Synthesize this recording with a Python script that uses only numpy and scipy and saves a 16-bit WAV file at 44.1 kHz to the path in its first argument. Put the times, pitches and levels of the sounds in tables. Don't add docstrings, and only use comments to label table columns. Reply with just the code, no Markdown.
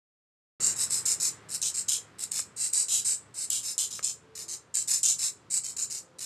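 import sys
import numpy as np
from scipy import signal
from scipy.fft import rfft, irfft, next_fast_len
from scipy.io import wavfile
from scipy.ndimage import map_coordinates

SR = 44100
rng = np.random.default_rng(int(sys.argv[2]) if len(sys.argv) > 2 else 0)


def persist_wave(psi):
    counts = np.round(np.clip(psi, -1, 1) * 32767).astype(np.int16)
    wavfile.write(sys.argv[1], SR, np.atleast_2d(counts).T)


N = 275625

# start in seconds, length in seconds, basic level in dB,
# swell from start to end in dB, ring of the nail in Hz, spot on the nail (a key of SPOTS).
STROKES = [(0.601, 0.12, -27.5, 1, 7450, "side"), (0.758, 0.083, -30.5, 14, 7650, "face"),
           (0.899, 0.11, -29.5, -7, 7760, "face"), (1.053, 0.077, -24.5, -2.5, 7300, "face"),
           (1.199, 0.092, -27.5, -3, 6910, "face"), (1.486, 0.068, -36.5, 14, 7900, "face"),
           (1.615, 0.074, -27.5, -2, 6260, "corner"), (1.74, 0.067, -30.5, 1, 7630, "side"),
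           (1.881, 0.088, -28, -3, 6540, "tip"), (2.183, 0.054, -37.5, 8, 7600, "edge"),
           (2.312, 0.091, -32, 6, 7230, "edge"), (2.561, 0.12, -33, 10, 8140, "side"),
           (2.728, 0.12, -28, -3.5, 8230, "side"), (2.881, 0.14, -29.5, -3.5, 6940, "tip"),
           (3.045, 0.11, -28, -4.5, 8120, "side"), (3.339, 0.11, -37.5, 14, 8330, "side"),
           (3.499, 0.11, -32, -9, 7130, "tip"), (3.628, 0.096, -35, 3, 6850, "face"),
           (3.781, 0.082, -30, -8, 6800, "tip"), (3.904, 0.082, -39.5, -4.5, 6400, "corner"),
           (4.026, 0.092, -32, -4.5, 7100, "corner"), (4.351, 0.083, -40, -2, 6860, "edge"),
           (4.48, 0.067, -37, 4, 6550, "side"), (4.74, 0.084, -30, -5.5, 7440, "side"),
           (4.873, 0.12, -28.5, -6.5, 6870, "face"), (5.029, 0.11, -25.5, -4.5, 6630, "corner"),
           (5.184, .100, -30, 4.5, 7270, "edge"), (5.5, 0.081, -29, 6.5, 8020, "side"),
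           (5.634, 0.088, -36.5, -8.5, 7400, "side"), (5.764, 0.083, -32.5, -1, 7030, "side"),
           (5.898, 0.095, -36, -3, 6800, "side"), (6.184, 0.12, -38.5, -1.5, 7300, "edge")]
SPOTS = {"face": (3240, 5300, 3.4, 2.3), "side": (3384.5, 4495.5, -0.5, -4.5),
         "edge": (3180, 2960, 4.9, 1.2), "tip": (1985.5, 3250, 2, 1), "corner": (1939.5, 5600, -1.5, -4)}
# time in seconds, chatter from 0 to 1.
CHATTER = [(0.6, 0.8), (1.1, 1), (2.35, 1), (2.6, 0), (3.65, 0.04), (4.05, 1), (5.2, 0.85), (6.2, 1)]
# frequency in Hz, level in dB per Hz.
RASP = [(300, -31.5), (1300, -20), (2600, -11), (3400, -9), (4000, -6.5), (4600, -8), (5250, -2),
        (5750, -7), (6800, -2.5), (8200, 2.5), (9600, -5), (11200, -9.5), (12500, -13)]
# time in seconds, side against mid in dB.
WIDTH = [(0.6, -16), (1.3, -5.5), (1.5, -21), (2.4, -35), (2.6, -7.5), (3.301, -9.5), (5.3, -6), (5.5, -50),
         (5.7, -10)]
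# frequency in Hz, level in dB.
SPREAD = [(3700, -66), (4150, -21.5), (4350, -6.5), (4800, -4), (7000, 3), (9500, 2.5), (11500, -1.5),
          (12900, -16)]
# time in seconds, peak in dB before blade and room.
CATCHES = [(0.670, -11.5), (1.057, -16), (1.082, -13), (1.617, -16), (1.893, -9), (2.238, -15),
           (2.318, -14.5), (2.4, -17), (2.735, -11.5), (3.503, -10.5), (3.78, -11.5), (4.045, -13.5),
           (4.754, -9.5), (5.032, -12), (5.041, -14.5), (5.093, -24.5)]
# frequency in Hz, width in Hz, level in dB.
BLADE = [(2810, 8.7, -5), (3136, 17, 7.5), (3520, 16, 1), (3948, 117, 1.5), (5200, 33, -24),
         (6750, 7.7, -9.5), (7140, 43, 2), (8450, 17, -20), (9000, 20, -13.5)]
# time in seconds, peak in dB before the lift in knocks().
KNOCKS = [(1.893, -54), (2.394, -27.5), (3.993, -23.5)]
# frequency in Hz, width in Hz, level in dB.
KNOCK_MODES = [(467, 250, 2), (1243, 170, 5), (1610, 170, -0.5), (2120, 130, -3.5)]
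# frequency in Hz, time to fall by 60 dB in seconds.
ROOM = [(500, 0.21), (4000, 0.24), (8000, 0.25), (13000, 0.16)]
# frequency in Hz, level in dB per Hz.
RUMBLE = [(25, -22), (45, -41.5), (60, -18), (78, 2.5), (90, -7.5), (115, 0), (160, 2.5), (260, -7),
          (500, -23), (1000, -49)]
# frequency in Hz, level in dB per Hz.
WASH = [(120, -25), (250, -3), (420, 1.5), (700, -6.5), (1200, -4), (2000, -15), (3500, -17), (8000, -25.5),
        (13000, -41.5)]
# frequency in Hz, level in dB against the rumble.
HUM = (109, -4.5)
# middle in seconds, half length in seconds, frequency in Hz, level in dB.
TONES = [(4.35, 0.13, 442, -62.5), (4.48, 0.078, 346.5, -63.5), (6.11, 0.089, 520, -65.5)]

START = .597
TOP_HZ = 13150
ARCH_DB_PER_S, FLAT_S = 138.5, 0.065
USUAL_DB = -32.5
BODY_LOSS, AIR_LOSS = 0.44, 0.45
NOTCH_WIDTH = .08
RUMBLE_DB, WASH_DB = -67, -63
CAR_RUMBLE_DB, CAR_WASH_DB, RECEDE_S = 16, 11.5, .5
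TYRE_HZ, TYRE_WIDTH_HZ, TYRE_DB = 1540, 1600, -51


def amp(db):
    return 10 ** (np.asarray(db) / 20)


def unit(x):
    return x / np.sqrt(np.mean(x ** 2) + 1e-20)


def along(points, hz):
    table_hz, values = np.transpose(points)
    return np.interp(np.log(hz + 1), np.log(table_hz), values)


def wobble(rate):
    points = rng.standard_normal(int(N * rate / SR) + 4)
    return map_coordinates(points, [np.arange(N) * rate / SR])


def filtered(x, response):
    n = x.shape[-1]
    padded = 2 * next_fast_len(n // 2 + 2048)
    spectrum = rfft(x, padded) * response(np.fft.rfftfreq(padded, 1 / SR))
    return irfft(spectrum, padded)[..., :n]


def causal(gain):
    cepstrum = irfft(np.log(np.maximum(gain, 1e-6)))
    half = len(cepstrum) // 2
    cepstrum[1:half] *= 2
    cepstrum[half + 1:] = 0
    return np.exp(rfft(cepstrum))


def resonances(modes, hz):
    total = 0
    for mode_hz, width_hz, db in modes:
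        damping = 1j * hz * width_hz
        total = total + amp(db) * damping / (mode_hz ** 2 - hz ** 2 + damping)
    return total


def filing(rise=0.0025, release=0.018, grit_db=3.5, chip_rate_hz=1800, settle=0.081,
           hardest=1.9, landing_db=8, landing_life=0.00088):
    out = np.zeros((2, N + SR))
    for start, length, stroke_db, swell_db, ring_hz, spot in STROKES:
        t = np.arange(int((length + .08) * SR)) / SR
        chatter = np.interp(start, *np.transpose(CHATTER))
        share = np.clip(chatter * np.exp(-(t / settle) ** 2), 0, 1)
        force = np.sqrt(1 - share + share * slips(t) ** 2)

        sizes = rng.standard_normal(SR // 20)
        chip_size = np.interp(t * chip_rate_hz, np.arange(len(sizes)), sizes)
        chips = amp(grit_db * chip_size)
        bite = np.tanh(unit(force * chips) / hardest)
        grit = bite * rng.standard_normal((2, SR // 2))[:, :len(t)]

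        touched_nail = contact(stroke_db, ring_hz, spot)
        rasp = unit(filtered(grit, lambda hz: nail(hz, *touched_nail) * bounces(hz)))
        rasp[1] *= np.sqrt(1 - share)

        landing = landing_db * share * np.exp(-t / landing_life)
        pressure = amp(stroke_db + pressure_db(t, length, swell_db) + landing)
        touch_down = 1 - np.exp(-(t / rise) ** 2)
        lift_off = np.exp(-np.maximum(t - length, 0) / release)
        first = round(start * SR)
        out[:, first:first + len(t)] += rasp * pressure * touch_down * lift_off
    return out[:, :N]


def slips(t, gap=0.0075, scatter=.2, size_db=2, life=0.0033):
    draws = rng.standard_normal((64, 2))
    gaps = gap * np.exp(scatter * draws[:, 0])
    burst_times = np.cumsum(gaps) - gaps[0]
    age = t - burst_times[:, None]
    bursts = (age >= 0) * np.exp(-np.abs(age) / life)
    sizes = amp(size_db * np.tanh(draws[:, 1]))
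    return unit(sizes @ bursts)


def pressure_db(t, length, swell_db):
    along_stroke = np.minimum(t / length, 1) - .5
    arch_db = ARCH_DB_PER_S * (length - FLAT_S)
    return swell_db * along_stroke + arch_db * (1 / 3 - (2 * along_stroke) ** 2)


def contact(level_db, ring_hz, spot):
    notch_hz, body_hz, body_db, air_db = SPOTS[spot]
    firm_db = level_db - USUAL_DB
    return notch_hz, body_hz, ring_hz, body_db - BODY_LOSS * firm_db, air_db - AIR_LOSS * firm_db


def nail(hz, notch_hz, body_hz, ring_hz, body_db, air_db, ring_db=8.0, ring_width_hz=800,
         hump_db=4, hump_width_hz=280, bend_ratio=1.062, bend_width=0.53):
    u = hz / notch_hz
    notch = 1 - u * u + 1j * u * NOTCH_WIDTH
    bend = bend_ratio ** 2 - u * u + 1j * u * bend_width
    bending = np.abs(notch / bend)
    ring = ring_db / (1 + ((hz - ring_hz) / ring_width_hz) ** 2)
    hump = hump_db / (1 + ((hz - body_hz) / hump_width_hz) ** 2)
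    tilt = along([(5300, body_db), (7200, 0.0062), (10000, air_db)], hz)
    return causal(bending * amp(along(RASP, hz) + ring + hump + tilt))


def bounces(hz, strength=0.25):
    delays = rng.uniform(0.000614, .004, (4, 1))
    return 1 + strength * np.exp(-2j * np.pi * hz * delays).sum(0)


def catches(life=0.00066):
    out = np.zeros(N + SR)
    t = np.arange(SR // 50) / SR
    edge = dict(notch_hz=3500, body_hz=5070, ring_hz=7760, body_db=-11, air_db=-4)
    for start, peak_db in CATCHES:
        snap = rng.standard_normal(len(t)) * np.exp(-t / life)
        click = filtered(snap, lambda hz: nail(hz, **edge))
        first = round(start * SR)
        out[first:first + len(t)] += amp(peak_db) * click / np.abs(click).max()
    return out[:N]


def blade(x):
    return filtered(x, lambda hz: 1 + resonances(BLADE, hz))


def knocks(lift_db=1, low_hz=520):
    blows = np.zeros(N)
    for start, peak_db in KNOCKS:
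        blows[round(start * SR)] = amp(peak_db + lift_db)

    def body(hz):
        bass_cut = causal(1 / np.sqrt(1 + (low_hz / (hz + 1)) ** 8))
        return resonances(KNOCK_MODES, hz) * bass_cut

    knock = filtered(signal.unit_impulse(SR // 20), body)
    return signal.fftconvolve(blows, knock / np.abs(knock).max())[:N]


def room(x, delay=.004):
    hz, t, noise = signal.stft(rng.standard_normal(SR // 2), SR, nperseg=256)
    decay = amp(-60 * t / along(ROOM, hz)[:, None])
    tail = signal.istft(noise * decay, SR, nperseg=256)[1]
    tail = np.pad(tail, (int(delay * SR), 0))
    return signal.fftconvolve(x, tail / np.linalg.norm(tail))[:N]


def coloured_noise(spectrum):
    return unit(filtered(rng.standard_normal(N), lambda hz: amp(along(spectrum, hz))))


def wavering_tone(hz, waver):
    t = np.arange(N) / SR
    return np.sqrt(2) * np.sin(2 * np.pi * hz * t + waver * wobble(32))


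def tyre_hiss():
    mode = [(TYRE_HZ, TYRE_WIDTH_HZ, 0)]
    return unit(filtered(rng.standard_normal(N), lambda hz: resonances(mode, hz) ** 2))


def horns():
    t = np.arange(N) / SR
    out = np.zeros(N)
    for middle, half, hz, db in TONES:
        swell = np.exp(-((t - middle) / half) ** 4)
        out += amp(db + 2.7 * wobble(25)) * swell * wavering_tone(hz, waver=0.52)
    return out


def background(rumble_sway_db=2.0, wash_sway_db=1.15):
    t = np.arange(N) / SR
    nearness = 1 / (1 + np.maximum(t - START, 0) / RECEDE_S)
    hum_hz, hum_db = HUM
    traffic = coloured_noise(RUMBLE) + amp(hum_db) * wavering_tone(hum_hz, waver=0.98)
    traffic_db = RUMBLE_DB + CAR_RUMBLE_DB * nearness + rumble_sway_db * wobble(7.9)
    wash_db = WASH_DB + CAR_WASH_DB * nearness + wash_sway_db * wobble(6.6)
    out = traffic * amp(traffic_db) + coloured_noise(WASH) * amp(wash_db)
    return out + tyre_hiss() * amp(TYRE_DB) * nearness + horns()


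def scene(room_db=-14, side_room_db=-17):
    rasp, spread = filing()
    close = blade(rasp + catches()) + knocks()
    mid = close + amp(room_db) * room(close) + background()

    width_db = np.interp(np.arange(N) / SR, *np.transpose(WIDTH))
    side = spread * amp(width_db)
    side = side + amp(side_room_db) * room(side)
    side = filtered(side, lambda hz: amp(along(SPREAD, hz)))
    return np.array([mid + side, mid - side])


def record(dry):
    opening = np.clip((np.arange(N) / SR - START) / 0.0017, 0, 1)
    return filtered(dry * opening, lambda hz: np.clip((TOP_HZ - hz) / 150, 0, 1))


dry = scene()
out = record(dry)
persist_wave(out)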